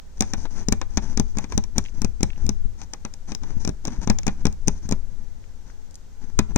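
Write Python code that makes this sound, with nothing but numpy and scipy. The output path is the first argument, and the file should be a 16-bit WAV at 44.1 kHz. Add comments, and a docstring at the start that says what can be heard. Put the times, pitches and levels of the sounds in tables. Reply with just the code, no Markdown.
"""Hooked needle on sequined sheer fabric

A hooked needle stitches sequins onto sheer cloth stretched on a frame, right beside a phone in a quiet small room.
Breaking through or pulling free, it creaks and snaps (shaped noise), rattles and thumps (decaying modes).
Thread and fingers rub (noise with fibre catches), sequins tick (resonated noise), nudges thud (lowpassed thump).
The cloth sways (low noise driven by each push) over a still-air hiss, with a faint tail from the walls."""
import sys
import numpy as np
from scipy import signal
from scipy.fft import rfft, irfft, next_fast_len
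from scipy.io import wavfile
from scipy.ndimage import uniform_filter1d, minimum_filter1d, map_coordinates

SR = 44100
rng = np.random.default_rng(int(sys.argv[2]) if len(sys.argv) > 2 else 0)


def master(y):
    """Save y as 16-bit WAV."""
    cut = np.clip(np.atleast_2d(y).T, -1, 1)
    pcm = np.round(cut * 32767)  # scale
    wavfile.write(sys.argv[1], SR, pcm.astype(np.int16))


N = 289957


def amp(db):
    """Decibels to amplitude."""
    return 10 ** (np.asarray(db) / 20)


def unit(x, size=None):
    """Scale to rms 1 over the first size samples."""
    return x / np.sqrt(np.mean(x[..., :size] ** 2) + 1e-20)


def along(points, hz):
    """Interpolate (Hz, value) points on a log axis."""
    point_hz, value = np.transpose(points)
    return np.interp(np.log(hz + 1), np.log(point_hz + 1), value)


def curves(rows):
    """One value per sample for each column after the time."""
    s, *columns = np.transpose(rows)
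    return [np.interp(np.arange(N) / SR, s, column) for column in columns]


def wobble(rate_hz):
    """A smooth random curve, rate_hz knots a second."""
    knots = rng.standard_normal(int(N * rate_hz / SR) + 4)
    return map_coordinates(knots, [np.arange(N) * rate_hz / SR])


def filtered(x, response):
    """x times a response of frequency."""
    size = next_fast_len(N + SR // 2)
    spectrum = rfft(x, size) * response(np.fft.rfftfreq(size, 1 / SR))
    return irfft(spectrum, size)[..., :N]


def coloured(x, points):
    """x shaped by a (Hz, dB) spectrum."""
    return filtered(x, lambda hz: amp(along(points, hz)))


def impulse(points, size=1024):
    """Causal impulse response of a (Hz, dB) spectrum, by folding its cepstrum."""
    cepstrum = irfft(np.log(amp(along(points, np.fft.rfftfreq(size, 1 / SR)))))
    cepstrum[1:size // 2] *= 2
    cepstrum[size // 2 + 1:] = 0
    return irfft(np.exp(rfft(cepstrum)))


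def pan(left_over_right_db):
    """Left and right gains of mean power 1."""
    return unit(amp([[left_over_right_db / 2], [-left_over_right_db / 2]]))


def pair(apart, size=N):
    """Two noises: a common part, and apart times as much of each port's own."""
    z = rng.standard_normal((3, size))
    return unit(z[0] + apart * z[1:])


def add(track, s, sound):
    """Mix a sound in at s seconds."""
    i = max(round(s * SR), 0)
    part = track[:, i:i + sound.shape[1]]
    part += sound[:, :part.shape[1]]


def ring(hz, db, t60_s, t, detune, scatter_db):
    """Decaying modes; tension and the place of the stitch change pitch and strength."""
    level_draw, pitch_draw = rng.standard_normal((2, len(hz), 1))
    hz, db, t60_s = (np.reshape(v, (-1, 1)) for v in (hz, db, t60_s))
    envelope = amp(db + scatter_db * level_draw - 60 * t / t60_s)
    return np.sum(envelope * np.sin(2 * np.pi * hz * (1 + detune * pitch_draw) * t), 0)


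# still air spectrum: freq_hz, level_db (per Hz)
AIR_SPECTRUM = [(15, -9), (30, -3), (60, -15.5), (120, -14.5), (230, -18), (340, -25), (450, -21.5),
                (680, -29.5), (850, -25.5), (1150, -33.5), (1500, -31), (2600, -39), (4600, -38),
                (8000, -41), (10500, -51.5), (15000, -47.5), (16500, -96)]
AIR_DB = -52  # before the left resonance


def air():
    """The still room and the microphones' own hiss; the left port resonates in the treble."""
    hush = unit(coloured(pair(2.17), AIR_SPECTRUM))
    hush[0] += 2.0 * signal.lfilter(*signal.iirpeak(6250, 6.0, SR), hush[0])
    return amp(AIR_DB) * hush


# swaying cloth spectrum: freq_hz, level_db (per Hz)
SWAY_SPECTRUM = [(3, -16.5), (11, 21.5), (20, -1.5), (30, 2), (44, -1), (80, -6), (120, -18), (200, -22.5),
                 (400, -34), (900, -120)]
REST_DB, LEAN_DB = -35, 10  # sway at rest; sway over finger pressure
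STITCH_SWAY_DB, NUDGE_SWAY_DB = 0.5, 8.5  # over thump_db of a stitch; over level_db of a nudge
PUSH_S, SETTLE_S = 0.031, 0.053  # the hand bears down; the cloth settles
FRAME_S, FRAME_DB = 0.45, -12.5  # the frame rocks on more weakly


def sway(finger):
    """Every push of the hand sets the cloth heaving; it fans air at the nearer port and settles."""
    t = np.arange(0, N, SR // 200) / SR
    pushes = [(s, thump_db + STITCH_SWAY_DB) for s, _, _, thump_db, _ in STITCHES]
    pushes += [(s, db + NUDGE_SWAY_DB) for s, db in NUDGES]
    power = amp(REST_DB) ** 2
    for s, db in pushes:
        age_s = np.maximum(t - s, 0)
        bearing_down = np.exp(np.minimum(t - s, 0) / PUSH_S)
        settling = np.exp(-age_s / SETTLE_S) + amp(FRAME_DB) * np.exp(-age_s / FRAME_S)
        power = power + (amp(db) * bearing_down * settling) ** 2
    heave, = curves(np.column_stack([t, np.sqrt(power)]))
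    level = np.hypot(heave, amp(LEAN_DB) * finger)
    return level * pan(10.8) * unit(coloured(pair(2.1), SWAY_SPECTRUM))


# strokes of thread and fingers: start_s, end_s, finger_pressure_db, thread_pull_db
STROKES = [(0.166, 0.183, -54, -60.5), (0.217, 0.35, -48.5, -58.5), (0.372, 0.439, -46, -52),
           (0.437, 0.465, -37, -54), (.508, 0.556, -48.5, -58), (0.556, 0.642, -38.5, -53.5),
           (0.9, 0.987, -52, -61), (1.02, 1.151, -44, -58.5), (1.25, 1.334, -70, -65),
           (1.353, 1.449, -41.5, -58), (1.49, 1.564, -47, -58), (1.758, 1.798, -34.5, -58),
           (1.836, 1.903, -60, -60), (1.94, 1.997, -45, -61.5), (2.263, 2.34, -53, -67),
           (2.363, 2.455, -44, -62.5), (2.781, 2.847, -51, -59.5), (3.277, 3.333, -40.5, -55.5),
           (3.417, 3.584, -42.5, -61), (3.6, 3.688, -49, -55.5), (3.844, 3.951, -42, -59.5),
           (3.953, 3.999, -39.5, -59), (4.012, 4.049, -39.5, -52), (4.3, 4.422, -46, -64),
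           (4.7, 4.795, -53.5, -64), (4.822, 4.868, -50, -58), (5.105, 5.135, -50, -72),
           (5.182, 5.253, -55, -72.5), (5.66, 5.718, -50.5, -63), (6.216, 6.308, -48.5, -67.5),
           (6.489, 6.52, -38, -61.5)]


def pressing():
    """Finger pressure and thread pull: each stroke swells, holds and lets go."""
    t, edge_s = np.arange(N) / SR, 0.014
    pressure = np.zeros((2, N))
    for start_s, end_s, *levels_db in STROKES:
        near = slice(max(int((start_s - edge_s) * SR), 0), int((end_s + edge_s) * SR))
        inside_s = np.minimum(t[near] - start_s, end_s - t[near])
        swell = np.clip(0.5 + inside_s / edge_s, 0, 1)
        pressure[:, near] += amp(levels_db)[:, None] * swell
    return pressure


CATCH_DB = -6.5


def slipping(apart, rough_db, catches):
    """Friction noise: slips make its level flicker fast, and now and then a fibre catches."""
    slips = pair(apart) * amp(rough_db * wobble(800))
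    return slips + amp(CATCH_DB) * unit(catches)


# fingertip on taut cloth: freq_hz, level_db (per Hz)
BRUSH_SPECTRUM = [(40, -68), (110, -0.5), (210, 3.5), (400, -9.5), (600, -42), (1500, -25), (4000, -120)]
# scraped weave: freq_hz, level_db (per Hz)
SCRAPE_SPECTRUM = [(100, -35), (450, 4), (650, 2), (900, 9), (1200, -3.5), (1600, 1), (2400, -5),
                   (3000, -9), (4500, -11), (7000, -58), (12000, -120)]
# thread hiss at each port: freq_hz, level_db (per Hz)
HISS_LEFT_SPECTRUM = [(1500, -38), (3500, -35), (4700, -1.5), (5400, -0.5), (6100, 9), (7000, -4),
                      (8700, -35), (9800, -37), (14500, -36), (16000, -68)]
HISS_RIGHT_SPECTRUM = [(1500, -41), (3900, -11.5), (5300, -9), (6300, -10), (7600, -15), (8800, -8.5),
                       (10300, -29), (14800, -37), (16000, -44)]
SCRAPE_DB, SCRAPE_FINGER_SHARE = -2, 0.63  # finger and thread scrape the weave together
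CATCH_RATE_HZ, CATCH_SCATTER_DB = 70, 6.5
FLUTTER_DB, FLUTTER_RATE_HZ = 3, 27  # the hand never presses quite evenly


def rubbing(finger, thread):
    """Stroke by stroke, fingertips brush and scrape the weave while the thread hisses through it."""
    catches = (rng.random(N) < CATCH_RATE_HZ / SR) * amp(CATCH_SCATTER_DB * rng.standard_normal(N))
    brush_noise = slipping(0.58, rough_db=3.0, catches=catches)
    brush = amp(1.5) * pan(8.4) * unit(coloured(brush_noise, BRUSH_SPECTRUM))
    scrape_noise = slipping(0.62, rough_db=1.0, catches=catches)
    scrape = amp(SCRAPE_DB) * pan(5.0) * unit(coloured(scrape_noise, SCRAPE_SPECTRUM))
    left, right = slipping(1.0, rough_db=2.5, catches=catches)
    hiss = np.array([coloured(left, HISS_LEFT_SPECTRUM), coloured(right, HISS_RIGHT_SPECTRUM)])
    hiss = amp(7) * unit(hiss)
    both = finger ** SCRAPE_FINGER_SHARE * thread ** (1 - SCRAPE_FINGER_SHARE)
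    flutter = unit(amp(FLUTTER_DB * wobble(FLUTTER_RATE_HZ)))
    return flutter * (finger * brush + both * scrape + thread * hiss)


# thread and sequin ticks: start_s, level_db, pitch_hz
TICKS = [(.1927, -50, 6200), (1.852, -43, 2440), (1.86, -40, 2530), (1.8842, -46.5, 2430),
         (2.3028, -40, 2400), (2.3322, -44.5, 2570), (2.36, -51, 2410), (5.44, -52, 2050), (5.7, -49, 1580),
         (5.909, -51, 5960), (5.943, -47, 6000), (5.9544, -40.5, 6400)]


def ticks():
    """Thread slips over the hook and sequins touch: tiny broad rings with no thump."""
    out, t = np.zeros((2, N)), np.arange(SR // 20) / SR
    for s, db, hz in TICKS:
        body = signal.iirpeak(hz, 1.8, SR)
        burst = pair(1.0, size=len(t)) * amp(-60 * t / 0.017)
        ringing = signal.lfilter(*body, signal.lfilter(*body, burst))
        add(out, s, amp(db) * pan(1.5) * unit(ringing, size=150))
    return out


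def strain(ports, rise_s, size=900):
    """Fibres creak more and more as the point presses on them, just before they give."""
    t = np.arange(-size, 0) / SR
    creak = signal.fftconvolve(pair(0.17, size=size), ports, axes=1)[:, :size]
    return unit(creak) * np.exp(t / rise_s)


def snap(t, ports, first, tear_s):
    """A first fibre lets go, others follow for a moment, and the sequins shiver."""
    tearing = np.exp(-(t / tear_s) ** 4)
    shiver = amp(-7 - 60 * t / 0.021)
    slips = pair(0.84, size=len(t)) * (tearing + shiver)
    slips[:, 0] += first
    sound = signal.fftconvolve(slips, ports, axes=1)[:, :len(t)]
    return np.array([unit(side, size=150) for side in sound])


# modes of needle, handle and beaded work: freq_hz, level_db
RATTLE_MODES = [(335, 9), (560, 2.5), (740, -2.5), (820, 16.5), (975, 10.5), (1290, -23), (1450, 3.5),
                (1720, 13), (2150, -5.5), (2400, 17), (2780, 1)]
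RATTLE_MAIN_HZ, RATTLE_DAMPING = 820, 0.5  # modes above the main one die faster, by this power of pitch


def rattle(t, t60_s, colour):
    """The needle and the beadwork ring briefly under a dry crunch."""
    burst = pair(0.49, size=len(t)) * amp(-60 * t / t60_s)
    crunch = signal.fftconvolve(burst, colour[None], axes=1)[:, :len(t)]
    hz, db = np.transpose(RATTLE_MODES)
    mode_t60_s = t60_s * (RATTLE_MAIN_HZ / hz) ** RATTLE_DAMPING
    modes = ring(hz, db, mode_t60_s, t, detune=0.031, scatter_db=3.5)
    return unit(amp(-2.0) * unit(modes, size=220) + unit(crunch, size=220), size=220)


# modes of the stretched cloth: freq_hz, level_db, t60_s
CLOTH_MODES = [(44.3, -21, 1), (78.2, -13.5, 0.36), (136.2, -6.5, 0.12), (202.1, 0, 0.08),
               (218.6, -15.5, 0.21), (242.5, 5, 0.034), (373, -5, 0.049), (412.2, -21, 0.17),
               (591, -21, 0.14)]


def thump(t, spread_s):
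    """The cloth springs back like a drum skin; the ripple reaches the right port later."""
    skin = unit(ring(*np.transpose(CLOTH_MODES), t, detune=0.048, scatter_db=0.5), size=350)
    return np.array([skin, np.interp(t - spread_s, t, skin)])


# needle breaks through or hook pulls free; rattle and thump before the gains below:
# start_s, snap_db, rattle_db, thump_db, snap_left_over_right_db
STITCHES = [(.2072, -11, -29, -22.5, 6.5), (0.222, -22, -27.5, -40, 8), (0.3351, -23, -27.5, -30.5, 9),
            (.4537, -51, -34.5, -54, 2), (0.6851, -18.5, -36, -21.5, 7.5), (0.7235, -16.5, -26, -20, 3.5),
            (0.8148, -29.5, -27.5, -65, 31), (0.9726, -19, -26, -28.5, 16), (0.9759, -23, -30.5, -22.5, 18),
            (1.174, -21, -31, -27, 9), (1.1976, -19.5, -29, -19, 9.5), (1.371, -34, -38.5, -29, 4),
            (1.3849, -25, -30.5, -37.5, -1.5), (1.442, -38, -38.5, -37.5, 12),
            (1.522, -32.5, -30.5, -52, 9), (1.5773, -17, -29, -20.5, 12.5), (1.6386, -33.5, -44, -51, 10),
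            (1.7813, -14.5, -26.5, -22, 4), (2.018, -25, -35.5, -29.5, 3.5), (2.046, -24.5, -33, -23, 6.5),
            (2.207, -39, -41, -32.5, 7), (2.2306, -15, -26.5, -18.5, 5), (2.465, -34.5, -46, -37.5, -1),
            (2.4918, -19.5, -34.5, -24, 10), (2.816, -37, -43.5, -70, 25), (2.9352, -27, -36, -47.5, 7.5),
            (3.0498, -31, -35, -35.5, 11), (3.1384, -36.5, -52, -58, 7), (3.319, -32, -34.5, -38, 19),
            (3.349, -26, -44.5, -41.5, 13.5), (3.4345, -41, -42, -50, 19), (3.6495, -26, -37, -33.5, 10.5),
            (3.6755, -26, -33.5, -25.5, 10), (3.6919, -32, -39.5, -26.5, 6),
            (3.8515, -27, -34.5, -43.5, 7.5), (3.8722, -30.5, -42.5, -37, 10), (3.879, -32, -34, -29.5, 15),
            (4.0743, -26.5, -29.5, -23, 10), (4.099, -16.5, -21, -16.5, 10.5),
            (4.1866, -24, -39.5, -54, 12), (4.2321, -37.5, -50, -52, 13), (4.2669, -22, -27.5, -30, 10),
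            (4.2793, -25, -26.5, -21.5, 9), (4.454, -21, -24.5, -17.5, 7), (4.468, -24.5, -30.5, -25, 12),
            (4.526, -41.5, -56, -68, 5), (4.6746, -27.5, -40, -30, 11), (4.681, -14.5, -28, -19, 5.5),
            (4.8902, -31.5, -40.5, -34.5, 3), (4.9113, -28.5, -34, -29, 2), (4.9229, -25, -29.5, -21, 6),
            (6.3897, -15.5, -20.5, -25.5, 2.5), (6.392, -26.5, -31, -17.5, 20), (6.56, -16, -21, -15.5, 1)]
# snap colour at each port: freq_hz, level_db
SNAP_LEFT_SPECTRUM = [(200, -20), (900, -28), (2300, -6.5), (3000, -14.5), (3750, -8), (4300, -10),
                      (5200, 0.5), (6050, 7.5), (6900, -0.5), (8500, -18.5), (10700, -49.5), (12000, -34),
                      (15300, -28), (17000, -32)]
SNAP_RIGHT_SPECTRUM = [(200, 1), (900, -4), (2300, -7.5), (3000, -8.5), (4100, 6.5), (5600, -4.5),
                       (6700, 16), (7600, 8.5), (8800, 10.5), (10200, -11), (11700, -16.5), (14200, -7.5),
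                       (15300, -3.5), (17000, -24.5)]
# weave crunching round the needle: freq_hz, level_db (per Hz)
CRUNCH_SPECTRUM = [(120, -10.5), (300, 5), (500, 2.5), (680, 1), (900, 5), (1500, -2.5), (2400, -5),
                   (3000, -13.5), (3700, -5.5), (4800, -14.5), (8000, -30), (12000, -63)]
CREAK_DB, RATTLE_DB, DRUM_DB = -29, 0, 5.5  # creak over the snap; gains of rattle and thump
RATTLE_T60_S = 0.057  # main mode and crunch


def stitches():
    """Each contact strains, snaps, rattles and lets the cloth spring back."""
    out, t = np.zeros((2, N)), np.arange(SR // 4) / SR
    ports = np.array([impulse(SNAP_LEFT_SPECTRUM), impulse(SNAP_RIGHT_SPECTRUM)])
    crunch = impulse(CRUNCH_SPECTRUM)
    for s, snap_db, rattle_db, thump_db, side_db in STITCHES:
        creak = amp(snap_db + CREAK_DB) * pan(side_db) * strain(ports, rise_s=0.0044)
        click = amp(snap_db) * pan(side_db) * snap(t, ports, first=1.6, tear_s=0.0024)
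        body = amp(rattle_db + RATTLE_DB) * pan(3.8) * rattle(t, RATTLE_T60_S, crunch)
        drum = amp(thump_db + DRUM_DB) * pan(5.0) * thump(t, spread_s=0.0005)
        add(out, s - creak.shape[1] / SR, creak)  # ends as the snap starts
        add(out, s, click + body - drum)
    return out


# t60 of the walls: freq_hz, t60_s
ROOM_DECAY = [(150, 0.088), (1000, 0.35), (6000, 0.21), (15000, 0.37)]


def room(x):
    """A faint tail from the walls, dull on top, each frequency dying at its own speed."""
    hz, t, z = signal.stft(rng.standard_normal((2, SR // 2)), SR, nperseg=256)
    decay = amp(-60 * t / along(ROOM_DECAY, hz)[:, None])
    tail = signal.istft(z * decay, SR, nperseg=256)[1]
    dull = coloured(x.mean(0), [(1000, 2.5), (6000, 0.0), (8500, -4), (15000, -19)])
    late = np.pad(dull, (SR // 200, 0))  # 5 ms
    return signal.fftconvolve(late[None], tail / np.linalg.norm(tail[0]), axes=1)[:, :N]


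# fingertip nudges on the cloth: start_s, level_db
NUDGES = [(.379, -29.5), (1.055, -35), (1.096, -34), (1.551, -30), (1.98, -33), (2.443, -25.5),
          (2.653, -32.5), (3.424, -40), (3.568, -29.5), (3.603, -35), (3.986, -32.5), (4.853, -34),
          (5.2, -40)]


def nudges():
    """A fingertip is soft, so it stirs mainly the lowest modes of the cloth."""
    out, t = np.zeros((2, N)), np.arange(SR // 4) / SR
    pad = signal.butter(2, 129.0 / (SR / 2), output="sos")
    for s, db in NUDGES:
        soft = signal.sosfilt(pad, thump(t, spread_s=0.0002))
        add(out, s, amp(db) * pan(10.5) * unit(soft, size=700))
    return out


def scene():
    """The work lies nearer the left port, so the right one hears it a little later."""
    finger, thread = pressing()
    work = stitches() + ticks() + nudges() + rubbing(finger, thread)
    work[1] = np.roll(work[1], round(0.00011 * SR))
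    return work + amp(-18.5) * room(work) + sway(finger) + air()


TOP_HZ = 16700  # middle of an 800 Hz wide slope


def record(dry):
    """The phone's fast limiter holds down peaks above 0.92; its band limit cuts the top."""
    needed = np.minimum(1, 0.92 / (np.abs(dry).max(0) + 1e-9))
    gain = uniform_filter1d(minimum_filter1d(needed, size=9), size=9)
    return filtered(dry * gain, lambda hz: np.clip((TOP_HZ - hz) / 800 + 0.5, 0, 1))


dry = scene()
out = record(dry)
master(out)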